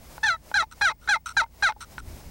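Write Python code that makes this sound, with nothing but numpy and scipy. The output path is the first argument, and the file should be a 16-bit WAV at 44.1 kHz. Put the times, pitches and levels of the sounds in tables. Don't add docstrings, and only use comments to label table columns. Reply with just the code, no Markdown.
import sys
import numpy as np
from scipy import signal
from scipy.fft import rfft, irfft
from scipy.io import wavfile
from scipy.ndimage import uniform_filter1d

SR = 44100
rng = np.random.default_rng(int(sys.argv[2]) if len(sys.argv) > 2 else 0)


def store_pcm(level_fs):
    pcm = np.round(np.clip(level_fs, -1, 1) * 32767).astype(np.int16)
    wavfile.write(sys.argv[1], SR, np.atleast_2d(pcm).T)


def magnitude_from_level(level_db):
    exponent = np.asarray(level_db, float) / 20
    return 10 ** exponent


N = 101430

# f/Hz, level/dB per Hz
AIR_SPECTRUM = [(150, -2), (250, -11.5), (651, -6.5), (1040, -12), (1280, -16), (2360, -17), (3280, -20.5),
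                (5070, -18), (16000, -23.5)]
# t/s, level/dB
BREEZE = [(0, -6), (.15, 2.5), (1.0, -4), (1.9, -2), (2.12, 2), (2.3, -3)]
# f/Hz, width/Hz, level/dB
INSECTS = [(5130, 200, -71), (2166, 90, -71.5)]
# f/Hz, level/dB per Hz
WIND_SPECTRUM = [(8.8, -34), (15, -4), (43, -5.5), (59, -1.5), (124, -10.5), (168, -14.5), (288, -17),
                 (400, -24), (520, -38), (880, -120)]
# t/s, level/dB
GUSTS = [(0, -49.5), (.5, -54), (1.8, -55), (2.02, -43.5), (2.15, -41), (2.22, -48), (2.3, -38.5)]
# f/Hz, level/dB
HUM = [(59.9, -53), (90, -59), (150, -64), (240, -68)]
# f/Hz, level/dB per Hz
SIDE_SPECTRUM = [(12, -24), (20, 10), (571, -36), (940, -32), (1080, -39), (1680, -53), (15000, -76)]
# f/Hz, level/dB
WHINE = (15730, -65.5)
TAP_TIMES = [.18, .515, 1.462, 1.722, 1.981]
# peak level/dB, low-pass f/Hz, lowest mode level/dB
TAPS = [
    (-28, 620, 2),
    (-25.5, 900, 3),
    (-44, 1100, 3),
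    (-28.5, 14000, 2),
    (-22.5, 1300, -11.5),
]
# f/Hz, width/Hz, level/dB
TAP_MODES = [(843, 61, 2), (1500, 111, -4), (2160, 830, -16), (3300, 3500, -23), (6070, 1300, -33.5)]
# t/s, level/dB, twice the slip rate f/Hz
EARLY_YELPS = [
    [(0.229, -20.5, 1633), (0.241, -20, 1790), (0.277, -23, 1655), (0.289, -18.5, 1548), (0.305, -21, 1381),
     (0.345, -29.5, 1300), (0.365, -43.5, 1286)],
    [(0.54, -6, 1574), (0.546, -20.5, 1586), (0.56, -21.5, 1709), (0.576, -18.5, 1571), (0.59, -20.5, 1422),
     (0.608, -20, 1305), (0.626, -28, 1270)],
    [(0.81, -22, 1673), (0.818, -21.5, 1707), (0.826, -19, 1607), (0.844, -21.5, 1657),
     (0.854, -17.5, 1569), (0.886, -20.5, 1284), (0.899, -25, 1270)],
]
LATE_YELPS = [
    [(1.086, -13.5, 1589), (1.1, -20.5, 1691), (1.114, -20.5, 1638), (1.128, -18, 1533), (1.148, -20, 1300),
     (1.158, -27.5, 1300)],
    [(1.366, -13.5, 1710), (1.374, -19, 1608), (1.388, -18, 1574), (1.41, -19.5, 1278), (1.42, -28, 1283)],
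    [(1.624, -15.5, 1546), (1.634, -19, 1675), (1.648, -18, 1584), (1.678, -20, 1299), (1.69, -26.5, 1265)],
]
# f/Hz, width/Hz, level/dB
BOX_MODES = [(1776, 61, 1), (935.3, 54, -6.5), (1377, 255, 0), (1579.7, 148, 0.5), (2080, 128, -7),
             (2315, 470, -15), (3523, 900, -19), (4070, 320, -10), (4760, 750, -29), (5717, 1060, -24),
             (6317, 450, -20), (7270, 380, -24), (8330, 560, -28.5), (10550, 1500, -36)]
BOX_SIGNS = [-1, 1, 1, -1, 1, -1, -1, 1, 1, 1, -1, -1, -1, 1]
# f/Hz, level/dB
LOWEST_PARTIAL = [(640, -2), (740, -4.5), (785, -12.5), (815, 1), (880, -3.5)]
# t/s, length/s, level/dB, low mode f/Hz, brightness/dB
TAILS = [
    (0.338, 0.021, -43.5, 912, -7),
    (0.621, 0.022, -28.5, 878, -1.5),
    (0.899, 0.023, -28.5, 876, -1.5),
    (1.157, 0.016, -28, 882, -0.5),
    (1.416, 0.025, -27, 914, -3),
    (1.688, 0.025, -26, 868.5, -0.5),
    (1.763, .007, -46.5, 825, -20),
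]
# f/Hz, width/Hz, level/dB
TAIL_MODES = [(1330, 270, -9.5), (1620, 300, -19.5), (2098, 50, -7), (2490, 130, -16), (3880, 410, -17),
              (5770, 280, -19.5), (7140, 400, -30.5), (8700, 310, -26.5)]
SCRAPE_TIMES = [.712, 1.01, 1.258, 1.804, 1.983]
# length/s, level/dB, fade/dB
SCRAPES = [
    (0.026, -45, -12),
    (.05, -58.5, -1),
    (0.066, -34, -13),
    (0.044, -38, -11),
    (0.02, -44, -0.5),
]
# f/Hz, width/Hz, level/dB
LID_MODES = [(945, 42, -9.5), (1273, 141, -1.5), (1406, 136, 3), (1508, 124, -3.5), (1880, 200, -19.5),
             (2640, 630, -20), (4040, 330, -16.5), (5590, 130, -11.5), (6180, 120, -13), (7350, 310, -21.5),
             (8420, 490, -18), (9050, 270, -18.5), (11400, 1200, -32.5)]
CHATTER_TIMES = [.81, 1.075, 1.366, 1.623]
# length/s, level/dB, slip rate f/Hz
CHATTERS = [
    (0.009, -26, 790),
    (0.012, -29, 1700),
    (0.0063, -25, 900),
    (0.0054, -25.5, 900),
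]
# t/s, length/s, level/dB, start f/Hz, end f/Hz
BIRD = [
    (1.034, .024, -55, 3200, 4400),
]

AIR_DB, SIDE_DB, SIDE_LEAK_DB, PAN_DB = -50, -62.5, -43, 0.64
WOBBLE, WOBBLE_S, SHIMMER, GRIT_DB = 0.007, 0.00093, 0.08, -21
UNSTABLE_HZ, UNSTABLE_SPAN_HZ, UNSTABLE_DB = 790, 70, 9
WANDER_DB, WANDER_S, DULL_PER_DB = 3.5, 0.0046, 0.09
RISE_S, RELEASE_S = 0.0063, 0.0017
LOW_WIDTH_HZ, TAIL_FADE_DB, TAIL_SLIP_S, TAIL_GRIT = 58, -8, 0.00006, 0.1
GRAINS_PER_S, GRAIN_SPREAD_DB, LUMPS_DB = 7000, 3.0, 3.0
CHATTER_JITTER = 0.35
DUCK_FROM_DB, DUCK_SHARE, MOST_DUCK_DB = -50, 0.82, 14.5
RECOVER_DB_PER_S, WIND_DUCK = 170, 0.22
THUMP_DB, TAPE_HISS_DB = -27, -38.5
CEILING = 0.44


def evened(x):
    return x / np.sqrt(np.mean(x ** 2) + 1e-20)


def add(mix, s, sound):
    part = mix[round(s * SR):][:len(sound)]
    part += sound[:len(part)]


def ring(force, modes, signs=None):
    t = np.arange(4096) / SR
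    signs = signs or [(-1) ** k for k in range(len(modes))]
    response = 0
    for sign, (hz, width, db) in zip(signs, modes):
        decay = np.exp(-np.pi * width * t)
        response = response + sign * magnitude_from_level(db) * width * decay * np.sin(2 * np.pi * hz * t)
    return signal.oaconvolve(force, response / SR * 2 * np.pi)


def coloured(points):
    hz = np.fft.rfftfreq(N, 1 / SR)
    f, level = np.transpose(points)
    gain = magnitude_from_level(np.interp(np.log(hz + 1), np.log(f + 1), level, left=-100, right=-100))
    return evened(irfft(rfft(rng.standard_normal(N)) * gain, N))


def drift(size, span_s):
    span = max(round(span_s * SR), 2)
    smooth = uniform_filter1d(rng.standard_normal(size), span)
    return evened(uniform_filter1d(smooth, span))


def driven(force, level_db, modes, signs=None):
    heard = ring(force, modes, signs)[:len(force)]
    power = uniform_filter1d(heard ** 2, round(0.0044 * SR), mode="mirror")
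    power = np.maximum(power, 0.2 * power.mean())
    return ring(force * magnitude_from_level(level_db) / np.sqrt(power), modes, signs)


def air():
    drones = 0
    for hz, width, db in INSECTS:
        band = [(hz, width, 0)]
        drone = ring(ring(rng.standard_normal(N), band), band)[:N]
        drones = drones + magnitude_from_level(db) * evened(drone)
    breeze_db = np.interp(np.arange(N) / SR, *np.transpose(BREEZE))
    return magnitude_from_level(AIR_DB + breeze_db + drift(N, 0.02)) * coloured(AIR_SPECTRUM) + drones


def wind():
    gust_db = np.interp(np.arange(N) / SR, *np.transpose(GUSTS))
    return coloured(WIND_SPECTRUM) * magnitude_from_level(gust_db - 1.0 + 1.26 * drift(N, 0.031))


def mains_hum():
    t = np.arange(N) / SR
    return sum(magnitude_from_level(db) * np.sin(2 * np.pi * (hz * t + rng.random())) for hz, db in HUM)


def tap(s, peak_db, soft_hz, low_db):
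    t = np.arange(200) / SR
    push = np.exp(-2 * np.pi * soft_hz * t)
    push = push - 0.5 * np.roll(push, 110)
    lowest_mode = (*TAP_MODES[0][:2], low_db)
    out = ring(push, [lowest_mode] + TAP_MODES[1:])
    return s, magnitude_from_level(peak_db) * out / abs(out).max()


def yelp(rows):
    s, level, double_hz = np.transpose(rows)
    t = np.arange(s[0], s[-1], 1 / SR)
    size = len(t)
    hz = uniform_filter1d(np.interp(t, s, double_hz), 150) / 2
    shaky = magnitude_from_level(UNSTABLE_DB * np.clip((hz - UNSTABLE_HZ) / UNSTABLE_SPAN_HZ, 0, 1))
    turns = np.cumsum(hz * (1 + shaky * WOBBLE * drift(size, WOBBLE_S))) / SR
    edge = np.clip(np.minimum((t - s[0]) / RISE_S, (s[-1] - t) / RELEASE_S), 0, 1)
    level_db = np.interp(t, s, level) + 20 * np.log10(edge + 1e-4)
    dull_db = DULL_PER_DB * np.clip(level_db + 15.5, -40, 0)

    slips = magnitude_from_level(np.interp(hz, *np.transpose(LOWEST_PARTIAL))) * np.cos(2 * np.pi * turns)
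    slips += np.cos(2 * np.pi * 2 * turns)
    for k in range(3, 19):
        partial_db = k * dull_db + WANDER_DB * drift(size, WANDER_S)
        slips += magnitude_from_level(partial_db) * np.cos(2 * np.pi * k * turns)
    burst = 0.64 + np.exp(-(turns % 1) / 0.9)
    grit = evened(burst * rng.standard_normal(size) * magnitude_from_level(3.0 * drift(size, 0.009)))
    force = slips * (1 + SHIMMER * drift(size, 0.0018))
    force += 3 * magnitude_from_level(GRIT_DB + 12 * dull_db) * shaky * grit
    return s[0], driven(force, level_db, BOX_MODES, BOX_SIGNS)


def tail(start, length, level_db, mode_hz, bright_db):
    draw = rng.random((40, 3))
    swings = np.cumsum(1 + (draw[:, 0] * 3).astype(int)) - 1
    at = (swings + 0.5 * draw[:, 1]) / mode_hz
    keep = at < length
    u = np.arange(round(length * SR) + 2) / (length * SR)
    force = TAIL_GRIT * rng.standard_normal(len(u))
    force[(at[keep] * SR).astype(int)] = 0.5 + draw[keep, 2]
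    force = signal.lfilter([1], [1, -np.exp(-1 / (TAIL_SLIP_S * SR))], force)
    modes = [(mode_hz, LOW_WIDTH_HZ, -bright_db)] + TAIL_MODES
    return start, driven(force, level_db + TAIL_FADE_DB * u ** 2, modes)


def scrape(start, length, level_db, fade_db):
    t = np.arange(0, length, 1 / SR)
    grains = (rng.random(len(t)) < GRAINS_PER_S / SR) * rng.choice([-1, 1], len(t))
    grains = grains * magnitude_from_level(GRAIN_SPREAD_DB * np.minimum(rng.exponential(1, len(t)), 4))
    shape = magnitude_from_level(LUMPS_DB * drift(len(t), 0.0022) + fade_db * (t / length) ** 2)
    scale = np.sqrt(np.mean(ring(grains, LID_MODES)[:len(t)] ** 2))
    return start, magnitude_from_level(level_db) * ring(grains * shape / scale, LID_MODES)


def chatter(start, length, level_db, rate):
    draw = rng.standard_normal((40, 2))
    at = np.cumsum(np.exp(CHATTER_JITTER * draw[:, 0]) / rate) - 1 / rate
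    keep = (at < length) & (at >= 0)
    force = 0.12 * rng.standard_normal(round(length * SR) + 2)
    force[(at[keep] * SR).astype(int)] = magnitude_from_level(1.7 * draw[keep, 1])
    out = ring(signal.lfilter([1], [1, -0.7], force), BOX_MODES, BOX_SIGNS)
    return start, magnitude_from_level(level_db) * out / np.sqrt(np.mean(out[:len(force)] ** 2))


def bird(start, length, level_db, from_hz, to_hz):
    u = np.arange(0, 1, 1 / (length * SR))
    hz = from_hz + (to_hz - from_hz) * u
    return start, magnitude_from_level(level_db) * np.sin(np.pi * u) * np.sin(2 * np.pi * np.cumsum(hz) / SR)


def ducking(power):
    fall = np.arange(N) * RECOVER_DB_PER_S / SR
    held_db = np.maximum.accumulate(10 * np.log10(power) + fall) - fall
    over_db = uniform_filter1d(np.maximum(held_db - DUCK_FROM_DB, 0), 900)
    return np.roll(over_db, 700)


def scene():
    call, far, rumble, hum = np.zeros(N), air(), wind(), mains_hum()
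    for s, row in zip(TAP_TIMES, TAPS):
        add(call, *tap(s, *row))
    for rows in EARLY_YELPS + LATE_YELPS:
        add(call, *yelp(rows))
    for row in TAILS:
        add(call, *tail(*row))
    for s, row in zip(CHATTER_TIMES, CHATTERS):
        add(call, *chatter(s, *row))
    for s, row in zip(SCRAPE_TIMES, SCRAPES):
        add(call, *scrape(s, *row))
    for row in BIRD:
        add(far, *bird(*row))

    power = abs(uniform_filter1d(call ** 2, 900)) + 1e-12
    over_db = ducking(power)
    thump = magnitude_from_level(THUMP_DB) * coloured(WIND_SPECTRUM)
    hiss = magnitude_from_level(TAPE_HISS_DB) * coloured(AIR_SPECTRUM)
    mid = call + np.sqrt(power) * (thump + hiss) + hum
    mid += far * magnitude_from_level(-np.minimum(DUCK_SHARE * over_db, MOST_DUCK_DB))
    mid += rumble * magnitude_from_level(-WIND_DUCK * over_db)
    side = magnitude_from_level(SIDE_DB - 0.2 * over_db) * coloured(SIDE_SPECTRUM)
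    side += magnitude_from_level(SIDE_LEAK_DB) * np.gradient(call) * 5
    return mid * magnitude_from_level([[PAN_DB / 2], [-PAN_DB / 2]]) + np.array([side, -side])


def top_cut(x):
    return signal.sosfilt(signal.butter(12, 16540, fs=SR, output="sos"), x)


def record(dry):
    t = np.arange(N) / SR
    whine_hz, whine_db = WHINE
    level = magnitude_from_level(whine_db + 2.5 * drift(N, 0.01))
    whine = level * np.sin(2 * np.pi * whine_hz * t + 1.5 * drift(N, 0.008))
    rounded = CEILING * np.tanh(dry / CEILING)
    return top_cut(rounded + whine * magnitude_from_level([[1.2], [-1.2]]))


dry = scene()
out = record(dry)
store_pcm(out)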